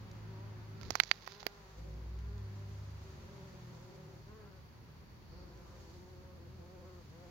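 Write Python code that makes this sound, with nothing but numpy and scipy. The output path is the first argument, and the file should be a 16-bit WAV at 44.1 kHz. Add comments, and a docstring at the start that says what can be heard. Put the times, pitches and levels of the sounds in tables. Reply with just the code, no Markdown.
"""Honeybees in lavender.

Bees fly from flower to flower, each a harmonic buzz on an unsteady wingbeat. Leaves hiss and
stems rustle and tick in a breeze. Two distant engines drone in their lowest orders over a rumble.
A flower stalk knocks and brushes the right microphone port; the bass drops, then partly returns."""
import sys
import numpy as np
from scipy import signal
from scipy.fft import rfft, irfft
from scipy.io import wavfile

SR = 44100
rng = np.random.default_rng(int(sys.argv[2]) if len(sys.argv) > 2 else 0)


def transcribe(signal):
    """Save signal, clipped to [-1, 1], as a 16-bit WAV file at the path in sys.argv[1]."""
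    frames = np.atleast_2d(signal).T
    limited = np.clip(frames, -1, 1)
    pcm = np.round(limited * 32767).astype(np.int16)
    wavfile.write(sys.argv[1], SR, pcm)


N = 321930
TIME_S, FREQS_HZ = np.arange(N) / SR, np.fft.rfftfreq(N, 1 / SR)

# wing radiation: (frequency [Hz], gain [dB])
WING_SPECTRUM = [(190, -3.5), (350, 1), (400, 1.5), (530, -3), (610, -8.5), (760, -15), (870, -13),
                 (980, -10), (1120, -16.5), (1320, -16.5), (2000, -25.5), (2800, -34)]
# flights: (peak effort [s], rise [s], fall [s], top wingbeat [Hz], level [dB],
# upper-harmonic gain from facing the microphone [dB])
BEE_FLIGHTS = [(.08, 0.11, 0.18, 188.1, -66, 5), (.44, 0.23, 0.18, 195.7, -61.5, 3.5),
               (.76, 0.2, 0.24, 194.3, -65, 7), (1.48, 0.27, 0.31, 203.6, -63.5, 7),
               (1.82, 0.086, 0.27, 173.5, -66, -1), (1.9, .14, 0.22, 189.7, -63.5, -8),
               (2.31, 0.22, 0.28, 200.4, -66, 9), (2.66, .28, .34, 198, -65.5, 0),
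               (3.3, 0.34, 0.32, 196, -64, -3), (3.48, 0.36, 0.33, 189.2, -63.5, -6),
               (3.93, 0.28, .3, 197.2, -63.5, 2), (3.94, 0.23, 0.26, 184.6, -63, 0),
               (4.36, .11, 0.14, 212.3, -60, 4.5), (4.48, .09, 0.14, 193.6, -63, 5.5),
               (4.9, 0.34, 0.56, 193.3, -75, 3), (5.41, .11, 0.143, 181, -61.5, 0.5),
               (5.5, .19, 0.154, 184.6, -69, 2), (5.67, .18, 0.27, 177.3, -64.5, 4),
               (5.8, .26, 0.19, 197.5, -64, 2), (6.17, .33, .33, 184.4, -61.5, -2),
               (6.54, .15, 0.13, 184, -59.5, -8), (6.73, .15, 0.15, 183.2, -60.5, 0),
               (6.9, 0.095, 0.14, 184.2, -59, 1.5), (7.3, .2, .2, 178, -60, -2.5)]
# engine easing off, picking up: (time [s], cycle rate [Hz], firing note [dB], other orders [dB])
ENGINE_CURVE = [(0, 53.2, -48.5, -55), (.55, 52.93, -45, -55), (1.3, 51.8, -52.5, -61),
                (1.85, 51.2, -49, -53.5), (2.45, 50.4, -39, -53.5), (3.05, 49.7, -46.5, -55.5),
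                (3.3, 43.3, -52.5, -52), (4.0, 38, -59, -54.5), (4.65, 36.7, -54, -62.5),
                (5.5, 40.7, -56, -63), (6.6, 41.7, -51, -61.5), (7.3, 42.2, -55.5, -60)]
# exhaust pipe resonances: (frequency [Hz], gain [dB])
EXHAUST_RESPONSE = [(40, -23), (55, -9), (112, 5), (135, 1), (155, -0.5), (182, -8.5), (208, -6.5),
                    (260, -20.5)]
# second engine, one row a gear: (loudest at [s], rise [s], fall [s], firing rate then [Hz],
# climb [Hz/s], level [dB])
GEAR_PULLS = [(2.28, 1.5, 1.02, 62.56, 12.3, -39), (5.38, .38, .55, 54.8, 8.4, -55)]
# low rumble: (frequency [Hz], level [dB])
RUMBLE_SPECTRUM = [(18, -118), (30, -103), (42, -79.5), (70, -76.5), (110, -77), (160, -80.5), (205, -84),
                   (250, -87), (400, -92), (900, -116), (4000, -150)]
# grip shifts that swell the rumble: (time [s], half width [s], gain [dB])
GRIP_SHIFTS = [(.87, 0.045, 8.5), (5.42, 0.11, 2)]
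# diffuse sound at the two ports: (frequency [Hz], correlation [1])
PORT_CORRELATION = [(100, 0.76), (250, 0.62), (500, 0.58), (1000, 0), (2000, 0)]
# leaf hiss: (frequency [Hz], level [dB])
LEAF_SPECTRUM = [(100, -104), (300, -95), (500, -99), (700, -97.5), (1000, -94.5), (1400, -99.5),
                 (2000, -101), (3200, -107), (4500, -108), (5200, -111), (6600, -112), (8500, -121),
                 (12000, -126), (16000, -128)]
# leaf hiss over time: (time [s], gain [dB])
LEAF_GAIN = [(0, 4.5), (2.3, 2), (3.4, 4.5), (4.25, .3), (5.8, .5), (6.9, -0.7), (7.3, 2)]
# rustle of the nearest stems: (frequency [Hz], level [dB])
STEM_SPECTRUM = [(1500, -125), (3300, -111), (5000, -110), (6700, -109), (8300, -113), (10000, -124),
                 (15000, -130)]
# puffs of breeze on the stems: (time [s], half width [s], gain [dB])
PUFFS = [(1.75, .22, 2), (3.0, 0.5, 3), (3.8, 0.46, 2), (5.85, .25, 4), (7.2, 0.61, 0)]
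# narrow treble sizzle: (frequency [Hz], gain [dB])
SIZZLE_SPECTRUM = [(2500, -43.5), (3900, -15.5), (4350, -7.5), (4600, -2), (4850, -13.5), (5400, -13),
                   (8000, -41)]
# its flares: (time [s], half width [s], level [dB])
SIZZLE_FLARES = [(5.4, 0.11, -69.5), (5.9, 0.11, -71)]
# stem ticks: (time [s], level [dB])
STEM_TICKS = [(0.114, -45.5), (1.94, -53), (2.189, -48), (2.38, -52), (5.574, -52)]
# stalk strikes: (time [s], level [dB], thud [dB], thud corner [Hz], edge [dB], snap [dB], scrape [dB])
STALK_KNOCKS = [(0.8134, -20.5, 13, 600, 12, 16, -1), (.8325, -17.5, 14.5, 900, 12, 10, -5),
                (0.9059, 0, 21, 567, 17.5, 16, -3), (0.9544, 2, 18.5, 820, 12.5, 17.5, -3),
                (1.001, 18, 1.5, 800, -2.5, 4.5, -2.5), (1.0356, -2.5, 5, 500, 13.5, 4, -3.5),
                (1.1141, 18, -1, 597.5, -2.5, -5, -12), (1.2762, -13, 21, 1054, 10, 22, -6),
                (1.4297, -17, 20, 803.6, 12, 3, -6), (1.4668, 6.5, 20, 430, 3, 20.5, -6.5)]
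# plain blow on the case: (frequency [Hz], gain [dB])
CASE_RESPONSE = [(60, -27), (250, -13.5), (500, -14), (950, -7.5), (1500, -2.5), (2200, 2), (3000, -4.5),
                 (3800, -5), (4600, -2), (5400, -11.5), (6500, -15), (8500, -34), (12000, -35.5),
                 (15500, -35.5)]
# microphone port resonances: (frequency [Hz], level [dB], T60 [s])
PORT_MODES = [(2540, -52, .025), (4620, -41.5, .03)]
# stalk rubbing the case: (frequency [Hz], gain [dB])
BRUSH_SPECTRUM = [(200, -9), (700, -5), (1800, 4), (3000, 1), (4000, 7), (4600, 8.5), (5500, 2.5),
                  (6600, 0), (8000, -22.5), (15000, -18.5)]
# strokes over the case: (time [s], half width [s], level [dB])
STALK_STROKES = [(.845, 0.022, -53.5), (.97, 0.074, -50), (1.09, 0.03, -52), (1.27, 0.0052, -46),
                 (1.32, 0.026, -51), (1.41, 0.011, -48)]
# stalk resting and creeping on the case: (time [s], half width [s], level [dB])
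STALK_CREEP = [(1.2, 0.24, -57)]
# microphone, dull in one treble band: (frequency [Hz], gain [dB])
MIC_RESPONSE = [(6900, -1), (7600, -10.5), (9000, -10), (10300, -12.5), (10500, 0)]


def amp(db):
    return 10 ** (np.asarray(db) / 20)


def unit_rms(x):
    return x / np.sqrt(np.mean(x ** 2) + 1e-20)


def log_interp(points, hz):
    knots_hz, values = np.transpose(points)
    return np.interp(np.log(hz + 1), np.log(knots_hz + 1), values)


def follow(rows):
    """Each value column at every sample."""
    times_s, *columns = np.transpose(rows)
    return [np.interp(TIME_S, times_s, column) for column in columns]


def colour(x, spectrum):
    return irfft(rfft(x) * amp(log_interp(spectrum, FREQS_HZ)), N)


def drift(rate_hz, at_s=TIME_S, size=7300):
    """Slow random curve, rms 1."""
    hz = np.fft.rfftfreq(size, TIME_S[-1] / size)
    slow = irfft(rfft(rng.standard_normal(size)) * np.exp(-(hz / rate_hz) ** 2), size)
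    return np.interp(at_s, np.linspace(0, TIME_S[-1], size), unit_rms(slow))


def swells(rows, rest_db=-np.inf):
    """Gain: Gaussian swells summed in power over a resting level."""
    power = sum(amp(db) ** 2 * np.exp(-((TIME_S - at_s) / width_s) ** 2) for at_s, width_s, db in rows)
    return np.sqrt(amp(rest_db) ** 2 + power)


def add(mix, at_s, sound):
    part = mix[max(round(at_s * SR), 0):][:len(sound)]
    part += sound[:len(part)]


def min_phase_pulse(gain_db):
    log_gain = np.log(amp(np.r_[gain_db, gain_db[-2:0:-1]]))
    return np.fft.ifft(np.exp(np.conj(signal.hilbert(log_gain)))).real


def diffuse(spectrum):
    """Noise from all around; the ports correlate only below 1 kHz."""
    left, other = rfft(rng.standard_normal((2, N)))
    correlation = log_interp(PORT_CORRELATION, FREQS_HZ)
    right = correlation * left + np.sqrt(1 - correlation ** 2) * other
    return colour(irfft(np.array([left, right]), N), spectrum) * np.sqrt(SR / 2)


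def buzz(t, wing_hz, level_db, facing_db, jitter=0.01536, fade_db=2.5, scatter_rad=0.38):
    """Wingbeat harmonics; each swells and fades as the bee turns among the stems."""
    beats = np.cumsum(wing_hz * (1 + jitter * drift(32.1, t))) / SR
    out = np.zeros((2, len(t)))
    for k in range(1, 15):
        tone_db = log_interp(WING_SPECTRUM, k * wing_hz) + facing_db * np.clip((k - 3) / 4, 0, 1)
        gain = np.sqrt(2) * amp(level_db + tone_db + fade_db * drift(6.1, t))
        phase = 2 * np.pi * (k * beats + rng.random())
        for port in out:  # plant echoes bend the phase differently at each port
            port += gain * np.cos(phase + scatter_rad * np.sqrt(k) * drift(25, t))
    return out * amp([[0.54], [-0.54]])


def bees(sag_hz=20.97, sag_db=-5, start_s=0.027, stop_s=0.029, wobble=0.01008):
    """Short flights, often two at once; wings are slower and quieter at take-off and landing."""
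    out = np.zeros((2, N))
    for peak_s, rise_s, fall_s, top_hz, db, facing_db in BEE_FLIGHTS:
        aloft = (TIME_S > peak_s - rise_s) & (TIME_S < peak_s + fall_s)
        t = TIME_S[aloft]
        slack = np.maximum((peak_s - t) / rise_s, (t - peak_s) / fall_s) ** 1.8
        gate = np.clip(np.minimum((t - peak_s + rise_s) / start_s, (peak_s + fall_s - t) / stop_s), 0, 1)
        trim = 1 + wobble * drift(14.1, t)  # a hovering bee keeps trimming its wingbeat
        wing_hz = (top_hz - sag_hz * slack) * trim
        out[:, aloft] += gate * buzz(t, wing_hz, db + sag_db * slack, facing_db)
    return out


def engine_order(hz, level_db, waver_db=4.0):
    """One sine, wavering on its long path through the air."""
    gain = np.sqrt(2) * amp(level_db + waver_db * drift(3.9))
    return gain * np.sin(2 * np.pi * (np.cumsum(hz) / SR + rng.random()))


def easing_engine():
    """Two firings a cycle; the exhaust pipe shapes the other low orders."""
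    cycle_hz, firing_db, others_db = follow(ENGINE_CURVE)
    out = engine_order(2 * cycle_hz, firing_db, waver_db=1.2)
    for k in (1, 3, 4, 5):
        exhaust_db = log_interp(EXHAUST_RESPONSE, k * cycle_hz)
        out += engine_order(k * cycle_hz, others_db + exhaust_db, waver_db=2.5)
    return out


def rumble():
    """Low noise; swells as the hand shifts its grip."""
    return diffuse(RUMBLE_SPECTRUM) * swells(GRIP_SHIFTS, rest_db=2)


def breeze():
    """Leaves hiss; puffs rustle the nearest stems."""
    leaves = diffuse(LEAF_SPECTRUM) * amp(follow(LEAF_GAIN)[0] + 0.263 * drift(11))
    stems = diffuse(STEM_SPECTRUM) * swells(PUFFS, rest_db=-12.5) * amp(1.3 * drift(25))
    return leaves + stems * amp([[-1], [1]])


def sizzle():
    """Flickering noise band near 4.6 kHz; flares twice."""
    band = unit_rms(diffuse(SIZZLE_SPECTRUM))
    return band * swells(SIZZLE_FLARES, rest_db=-74.5) * amp(1.1 * drift(32)) * amp([[-1.5], [1]])


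def mic_fizz():
    """Even self-noise of the microphones."""
    return diffuse([(1000, -118), (9000, -118), (11000, -117.5), (13000, -118.5), (15000, -116.5)])


def stem_ticks(t60_s=0.018):
    """Faint, bright noise bursts among the stems."""
    out, t = np.zeros(N), np.arange(2048) / SR
    for at_s, db in STEM_TICKS:
        add(out, at_s, amp(db - 60 * t / t60_s) * rng.standard_normal(len(t)))
    return colour(out, [(1000, -25), (3000, -8), (4700, 2), (6500, 1), (14000, -29)]) * amp([[-5], [0]])


def pulling_engine(fade_db_per_s=18.5, clutch_s=0.12, echo_s=0.0686):
    """The firing note climbs in each gear; a wall echo cancels it at some pitches."""
    direct = np.zeros(N)
    for peak_s, rise_s, fall_s, hz, climb_hz_per_s, db in GEAR_PULLS:
        t = TIME_S - peak_s
        firing_hz = hz + climb_hz_per_s * np.clip(t, -rise_s, fall_s)
        level_db = db - fade_db_per_s * abs(t)
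        in_gear = np.clip(np.minimum(t + rise_s, fall_s - t) / clutch_s, 0, 1)
        direct += in_gear * engine_order(firing_hz, level_db, waver_db=0.7)
        direct += in_gear * engine_order(2 * firing_hz, level_db - 23.5)
    return direct + np.interp(TIME_S - echo_s, TIME_S, direct)


def stalk_knocks(size=4096, scrape_rise_s=0.0057, scrape_t60_s=0.016):
    """The stalk scrapes, then snaps against the case; the port rings faintly."""
    hz, right = np.fft.rfftfreq(size, 1 / SR), np.zeros(N)
    t = (np.arange(size) - size // 8) / SR
    ring = (t > 0) * sum(amp(db - 60 * abs(t) / t60_s) * np.cos(2 * np.pi * mode_hz * t)
                         for mode_hz, db, t60_s in PORT_MODES)
    scrape_envelope = amp(-60 * np.maximum(t / scrape_t60_s, -t / scrape_rise_s))
    highpass = signal.butter(2, 700, "high", fs=SR)  # friction carries no bass
    for at_s, db, thud_db, corner_hz, edge_db, snap_db, scrape_db in STALK_KNOCKS:
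        blunt_db = log_interp([(corner_hz, thud_db), (3.04 * corner_hz, 0)], hz)  # air pushed into port
        grazing_db = log_interp([(3700, 0), (6200, edge_db), (15000, snap_db)], hz)
        pulse = min_phase_pulse(log_interp(CASE_RESPONSE, hz) + blunt_db + grazing_db)
        scrape = signal.lfilter(*highpass, rng.standard_normal(size) * scrape_envelope)
        force = amp(scrape_db) * scrape / np.linalg.norm(scrape) + (t == 0) + ring
        add(right, at_s + t[0], amp(db) * signal.fftconvolve(force, pulse))
    left = colour(right, [(300, -21), (1000, -33), (3000, -58), (8000, -58)])  # only through the case
    return np.array([left, right])


def stalk_brushing(slips_per_s=2500, spread_db=2.5):
    """Tiny random slips of the stalk over the case."""
    slips = rng.standard_normal(N) * amp(spread_db * np.minimum(rng.exponential(1, N), 4))
    slips *= rng.random(N) < slips_per_s / SR
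    friction = unit_rms(colour(slips, BRUSH_SPECTRUM))
    return friction * swells(STALK_STROKES + STALK_CREEP) * amp([[-21], [-0.5]])


def scene():
    """Garden, far engines and the stalk on the microphone, in stereo."""
    garden = bees() + rumble() + breeze() + sizzle() + stem_ticks()
    engines = amp(-1.5) * (easing_engine() + pulling_engine())
    return garden + engines + mic_fizz() + stalk_knocks() + stalk_brushing()


def record(dry, cutoff_hz=15950):
    """Bass dip with the stalk on the case, partly held after; microphone colour, clipping, low-pass."""
    thin = colour(dry, [(40, -1), (58, -14), (100, -15), (180, -7.0), (280, -12), (420, -0.5)])
    thin_share = follow([(0.928, 0.029), (0.94, 0.92), (1.765, 1), (1.785, 0.41)])[0]
    heard = colour(dry + thin_share * (thin - dry), MIC_RESPONSE)
    lowpass = signal.firwin(511, cutoff_hz, window=("kaiser", 9), fs=SR)
    return signal.oaconvolve(np.clip(heard, -0.95, 0.95), lowpass[None], "same")


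dry = scene()
out = record(dry)
transcribe(out)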